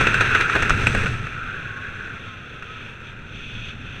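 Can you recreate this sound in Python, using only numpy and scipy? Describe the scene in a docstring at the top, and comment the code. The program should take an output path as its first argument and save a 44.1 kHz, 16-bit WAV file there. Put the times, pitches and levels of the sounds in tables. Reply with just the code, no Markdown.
"""Sharp buffets slap a camera housing on a skydiver's helmet for the first second, over a rough roar and rumble.
Freefall then settles to a steadier rush, with thin edge whistles and a hiss that swells as the head turns.
Roar, hiss, rumble and dull wash are coloured noise with fluttering levels; howl and whistles are unsteady tones.
Each buffet is a shaped burst of noise: a ring of the housing, a thud and a crack, trailed by a brief wake."""
import sys
import numpy as np
from scipy import signal
from scipy.fft import rfft, irfft
from scipy.io import wavfile

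SR = 44100
rng = np.random.default_rng(int(sys.argv[2]) if len(sys.argv) > 2 else 0)


def int16_out(signal):
    """Quantize to a 16-bit WAV file."""
    q = np.round(np.clip(np.atleast_2d(signal).T, -1, 1) * 32767)
    wavfile.write(sys.argv[1], SR, q.astype(np.int16))


N = 176400  # 4 s


def undb(db):
    """Decibels to gain."""
    return 10 ** (np.asarray(db) / 20)


def unit(x):
    """Scale to rms 1."""
    return x / np.sqrt(np.mean(x ** 2))


def curve(rows, axis=1):
    """One column of a table, joined by straight lines in time."""
    rows = np.array(rows)
    return np.interp(np.arange(N) / SR, rows[:, 0], rows[:, axis])


def resonance(hz, width_hz, db):
    """A lift in dB around one frequency, down to half its dB one width away."""
    freqs = np.fft.rfftfreq(N, 1 / SR)
    return db / (1 + ((freqs - hz) / width_hz) ** 2)


def noise(colour, lift_db=0):
    """White noise filtered to a colour table plus a lift, at rms 1."""
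    hz, db = np.array(colour).T
    freqs = np.maximum(np.fft.rfftfreq(N, 1 / SR), 1)
    gain = undb(np.interp(np.log(freqs), np.log(hz), db) + lift_db)
    return unit(irfft(rfft(rng.standard_normal(N)) * gain, N))


def walk(hz):
    """Smooth random movement of rms 1: noise rolled off steeply above the given rate."""
    freqs = np.fft.rfftfreq(N, 1 / SR)
    return unit(irfft(rfft(rng.standard_normal(N)) / (1 + (freqs / hz) ** 4), N))


# Pressure on the housing: time_s [s], level_db [dB, before RUMBLE_TRIM_DB]
RUMBLE_LEVEL = [(0, -23.5), (.25, -28), (.52, -29.5), (.65, -27), (.72, -18), (.79, -24.5), (.97, -22),
                (1.19, -28), (1.28, -35), (1.6, -36), (2.1, -38), (2.5, -41.5), (2.78, -41), (2.85, -38),
                (2.94, -42.5), (3.22, -37), (4, -34.5)]
# Colour of the rumble: freq_hz [Hz], relative_db [dB per Hz]
RUMBLE_COLOUR = [(12, -2), (25, -1.5), (40, -1), (55, -8), (78, -3.5), (100, 0), (125, 1), (160, -8),
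                 (200, -10), (235, -9), (310, -18), (500, -23), (1000, -34.5), (3000, -83)]
# Dull low-middle rush: time_s [s], level_db [dB]
WASH_LEVEL = [(0, -54), (1.2, -52), (1.7, -47.5), (2.2, -49.5), (2.8, -47.5), (3.25, -54.5), (4, -52)]
# Colour of the dull rush: freq_hz [Hz], relative_db [dB per Hz]
WASH_COLOUR = [(80, -24), (170, 4.5), (290, -3.5), (400, -0.5), (650, -8.5), (1000, -19), (3000, -51)]
RUMBLE_TRIM_DB = -0.5


def rumble():
    """Large eddies press on the housing; smaller ones add a dull rush above the rumble."""
    pressure = unit(noise(RUMBLE_COLOUR) * undb(1.16 * walk(hz=15)))
    wash = unit(noise(WASH_COLOUR) * undb(1.8 * walk(hz=25)))
    return pressure * undb(curve(RUMBLE_LEVEL) + RUMBLE_TRIM_DB) + wash * undb(curve(WASH_LEVEL))


WOBBLE_HZ, WOBBLE_SHARE = 6.93, 0.01202  # unsteady airspeed bends the tones; rms share of pitch


def edge_tone(rows, width_hz):
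    """Vortices shed from an edge: a tone of some width whose pitch follows the local airspeed."""
    pitch_hz = curve(rows) * (1 + WOBBLE_SHARE * walk(WOBBLE_HZ))
    phase = 2 * np.pi * np.cumsum(pitch_hz) / SR
    # two independent random envelopes spread the tone into a narrow band
    tone = walk(width_hz / 2) * np.cos(phase) + walk(width_hz / 2) * np.sin(phase)
    return unit(tone) * undb(curve(rows, axis=2))


# Thin whistles: time_s [s], pitch_hz [Hz, before the wobble], level_db [dB]
LOW_WHISTLE = [(0, 1296, -48.5), (1.4, 1248, -50), (1.5, 1185, -54), (1.65, 1089, -47.5), (2, 1107, -56),
               (2.27, 1117, -49.5), (2.36, 1032, -56), (2.6, 1036, -67), (3, 926.6, -59), (4, 920, -82)]
HIGH_WHISTLE = [(0, 1320, -34), (1.3, 1341, -43), (2.1, 1295, -56), (2.37, 1302, -47), (2.45, 1245, -56),
                (2.56, 1295, -44), (2.66, 1270, -56), (2.73, 1320, -34), (2.8, 1319, -63), (4, 1356, -69)]
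WHISTLE_WIDTH_HZ = 27


def whistles():
    """Two narrow edge tones, each with its own wobble."""
    return edge_tone(LOW_WHISTLE, WHISTLE_WIDTH_HZ) + edge_tone(HIGH_WHISTLE, WHISTLE_WIDTH_HZ)


# Howl of air over an edge: time_s [s], pitch_hz [Hz, before the wobble], level_db [dB, before the trim]
HOWL = [(0, 1480, -28), (.35, 1480, -24), (.9, 1480, -34), (1.25, 1400, -46), (1.4, 1412, -31),
        (1.55, 1540, -32.5), (1.77, 1545, -37), (1.88, 1540, -35.5), (2.1, 1550, -37), (2.2, 1439, -44),
        (2.8, 1465, -49), (4, 1450, -49)]
HOWL_WIDTH_HZ, HOWL_TRIM_DB = 302, -0.5


def howl():
    """Air over an edge sheds vortices irregularly, giving a broad, breathy tone."""
    return undb(HOWL_TRIM_DB) * edge_tone(HOWL, HOWL_WIDTH_HZ)


# Roar of the rough flow: time_s [s], level_db [dB, before ROAR_TRIM_DB]
ROAR_LEVEL = [(0, -26), (.15, -29), (.3, -28.5), (.42, -26.5), (.455, -34), (.53, -28.5), (.66, -30.5),
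              (.75, -32.5), (.83, -30), (.91, -34.5), (.98, -30.5), (1.07, -35.5), (1.2, -41),
              (1.45, -42.5), (1.75, -44.5), (2.08, -43.5), (2.43, -49.5), (2.8, -47), (3.2, -50),
              (3.6, -51.5), (4, -46.5)]
# Colour of the housing in roar and buffet rings: freq_hz [Hz], relative_db [dB per Hz]
HOUSING_COLOUR = [(150, -18), (300, -13.5), (430, -8), (600, -18), (850, -17), (1150, -12), (1340, -1.5),
                  (1550, -2.5), (1850, -6.5), (2180, -10), (2450, -4), (2680, -4), (3000, -19.5),
                  (3350, -16), (3850, -20), (4300, -29), (4900, -39), (5500, -29.5), (5800, -35),
                  (6050, -26), (6350, -27.5), (6750, -39.5), (7500, -34.5), (7750, -44.5), (8150, -33.5),
                  (8650, -44.5), (9000, -40), (9500, -46.5), (12000, -50.5), (15000, -60)]
# Hiss of the smooth flow: time_s [s], level_db [dB, before HISS_TRIM_DB]
HISS_LEVEL = [(0, -48), (1.1, -46.5), (1.5, -44), (2.1, -49.5), (2.28, -41.5), (2.43, -48), (2.51, -42.5),
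              (2.58, -47), (2.7, -42), (2.9, -43.5), (2.99, -53), (3.08, -40), (3.16, -55), (3.26, -49.5),
              (3.36, -38), (3.62, -36.5), (3.69, -33), (3.76, -46.5), (3.95, -39.5), (4, -41.5)]
# Colour of the hiss: freq_hz [Hz], relative_db [dB per Hz]
HISS_COLOUR = [(500, -21), (1100, -24.5), (1400, -12), (2150, -14.5), (2550, 1.5), (2750, -4), (3000, -11),
               (3350, -4), (3600, -6.5), (3900, -20.5), (4400, -25), (4950, -36.5), (5500, -28.5),
               (5750, -28), (6050, -20.5), (6350, -23.5), (6750, -40), (7300, -35), (9000, -44.5),
               (15000, -58)]
# Fine treble sizzle: time_s [s], level_db [dB]
SIZZLE_LEVEL = [(0, -39), (.1, -49), (.7, -46.5), (.85, -40.5), (1.07, -43.5), (1.2, -53.5), (1.6, -81),
                (4, -76)]
# Colour of sizzle and buffet cracks: freq_hz [Hz], relative_db [dB per Hz]
CRACK_COLOUR = [(1000, -19), (3500, 11), (4800, 0.5), (5700, 0), (6300, 1.5), (6800, -6), (8100, 2),
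                (9300, -10.5), (15000, -29)]
ROAR_TRIM_DB, HISS_TRIM_DB = 6.5, -1
FLUTTER_HZ, FLUTTER_DB = 44.5, 0.66  # slower eddies: rate, rms depth
GRAIN_HZ, GRAIN_DB = 485, 0.9  # faster eddies: rate, rms depth


def rush():
    """Eddies flutter on the housing and ring it; the same flutter stirs the smoother hiss and fine sizzle."""
    eddies_db = FLUTTER_DB * walk(FLUTTER_HZ) + GRAIN_DB * walk(GRAIN_HZ)
    roar = unit(noise(HOUSING_COLOUR) * undb(eddies_db))
    hiss = unit(noise(HISS_COLOUR) * undb(.6 * eddies_db))
    bright = noise(CRACK_COLOUR, resonance(hz=6100, width_hz=400, db=7))
    sizzle = unit(bright * undb(.7 * eddies_db))
    return (roar * undb(curve(ROAR_LEVEL) + ROAR_TRIM_DB)
            + hiss * undb(curve(HISS_LEVEL) + HISS_TRIM_DB)
            + sizzle * undb(curve(SIZZLE_LEVEL)))


# Buffets: start_s [s], level_db [dB, before BUFFET_TRIM_DB], length_s [s], ring_hz [Hz],
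# thud_db and crack_db [dB relative to level_db], crack_hz [Hz]
BUFFETS = [(.007, -16, 0.012, 1550, -5, -15.5, 6200), (.068, -9, 0.0062, 1700, -10.5, -19, 6200),
           (.141, -11.5, 0.0084, 1550, -19, -19.5, 8000), (0.207, -10, 0.0064, 1440, -13, -14, 6240),
           (0.215, -14.5, .008, 1800, -14, -29, 8100), (.347, -8.5, 0.012, 1560, -22, -34, 6200),
           (0.409, -10, 0.0043, 1770, -27, -14, 3800), (0.497, -14, 0.0055, 1470, -30, -30, 3800),
           (.551, -13, 0.0071, 1370, -13.5, -19.5, 6200), (0.558, -14, 0.0091, 1520, -1, -24, 3800),
           (0.621, -15, 0.014, 1800, -8, -15.5, 6400), (0.695, -12.5, 0.0053, 1430, -15, -10, 6300),
           (0.705, -6, 0.0031, 1360, -17, -27, 6300), (.797, -23.5, 0.0048, 1500, 2, -19, 3800),
           (.868, -8, 0.0066, 2550, -10.5, -18.5, 8000), (0.948, -16, 0.0065, 1540, -3.5, -17, 8300),
           (1.034, -26.5, 0.013, 1500, 0.5, -22, 3800), (1.057, -17.5, 0.013, 1560, -19, -38, 3800),
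           (1.268, -23, 0.0052, 1590, -20, -34, 3800), (2.623, -28, 0.0066, 1450, -26, -40, 3800),
           (2.858, -36, .012, 2380, -10, -34, 3800)]
# Colour of a buffet's thud: freq_hz [Hz], relative_db [dB per Hz]
THUD_COLOUR = [(40, -22), (110, 10), (230, -15), (400, 4.5), (650, -4), (1000, -7.5), (2500, -49)]
BUFFET_TRIM_DB = -2.5
RING_WIDTH_HZ, RING_LIFT_DB = 240, 8.5
CRACK_WIDTH_HZ, CRACK_LIFT_DB = 520, 7.5
ATTACK_SHARE = 0.29  # rise as a share of each part's length
WAKE_S, WAKE_DB = 0.023, -9  # decay time and level of the trailing turbulence


def buffets():
    """Each slap of air is a short crack, a ring of the housing and a thud, trailed by a brief wake."""
    out, t = np.zeros(N), np.arange(N) / SR
    thud = noise(THUD_COLOUR)
    for start, level_db, length, ring_hz, thud_db, crack_db, crack_hz in BUFFETS:
        span = (t >= start) & (t < start + .1)
        age = t[span] - start
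        ring = noise(HOUSING_COLOUR, resonance(ring_hz, RING_WIDTH_HZ, RING_LIFT_DB))
        crack = noise(CRACK_COLOUR, resonance(crack_hz, CRACK_WIDTH_HZ, CRACK_LIFT_DB))
        parts = (ring, 0, length), (thud, thud_db, 0.92 * length), (crack, crack_db, 0.84 * length)
        for source, part_db, hold in parts:
            rise = np.sin(np.pi / 2 * np.minimum(age / (ATTACK_SHARE * hold), 1)) ** 2
            slap = np.exp(-(age / hold) ** 2)
            wake = undb(WAKE_DB) * np.exp(-age / WAKE_S)
            shape = rise * (slap + wake)
            # give every burst the energy of its shape, whatever the noise drew
            burst = unit(source[span] * shape) * np.sqrt(np.mean(shape ** 2))
            out[span] += burst * undb(level_db + part_db + BUFFET_TRIM_DB)
    return out


def scene():
    """All the airflow at one microphone."""
    return (rumble() + whistles() + howl() + rush() + buffets())[None]


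TOP_HZ = 15250


def record(dry):
    """The camera rounds the highest peaks and cuts the top."""
    rounded = dry / (1 + dry ** 4) ** (1 / 4)
    top_cut = signal.ellip(10, .2, 80, TOP_HZ, fs=SR, output="sos")
    return signal.sosfilt(top_cut, rounded)


dry = scene()
out = record(dry)
int16_out(out)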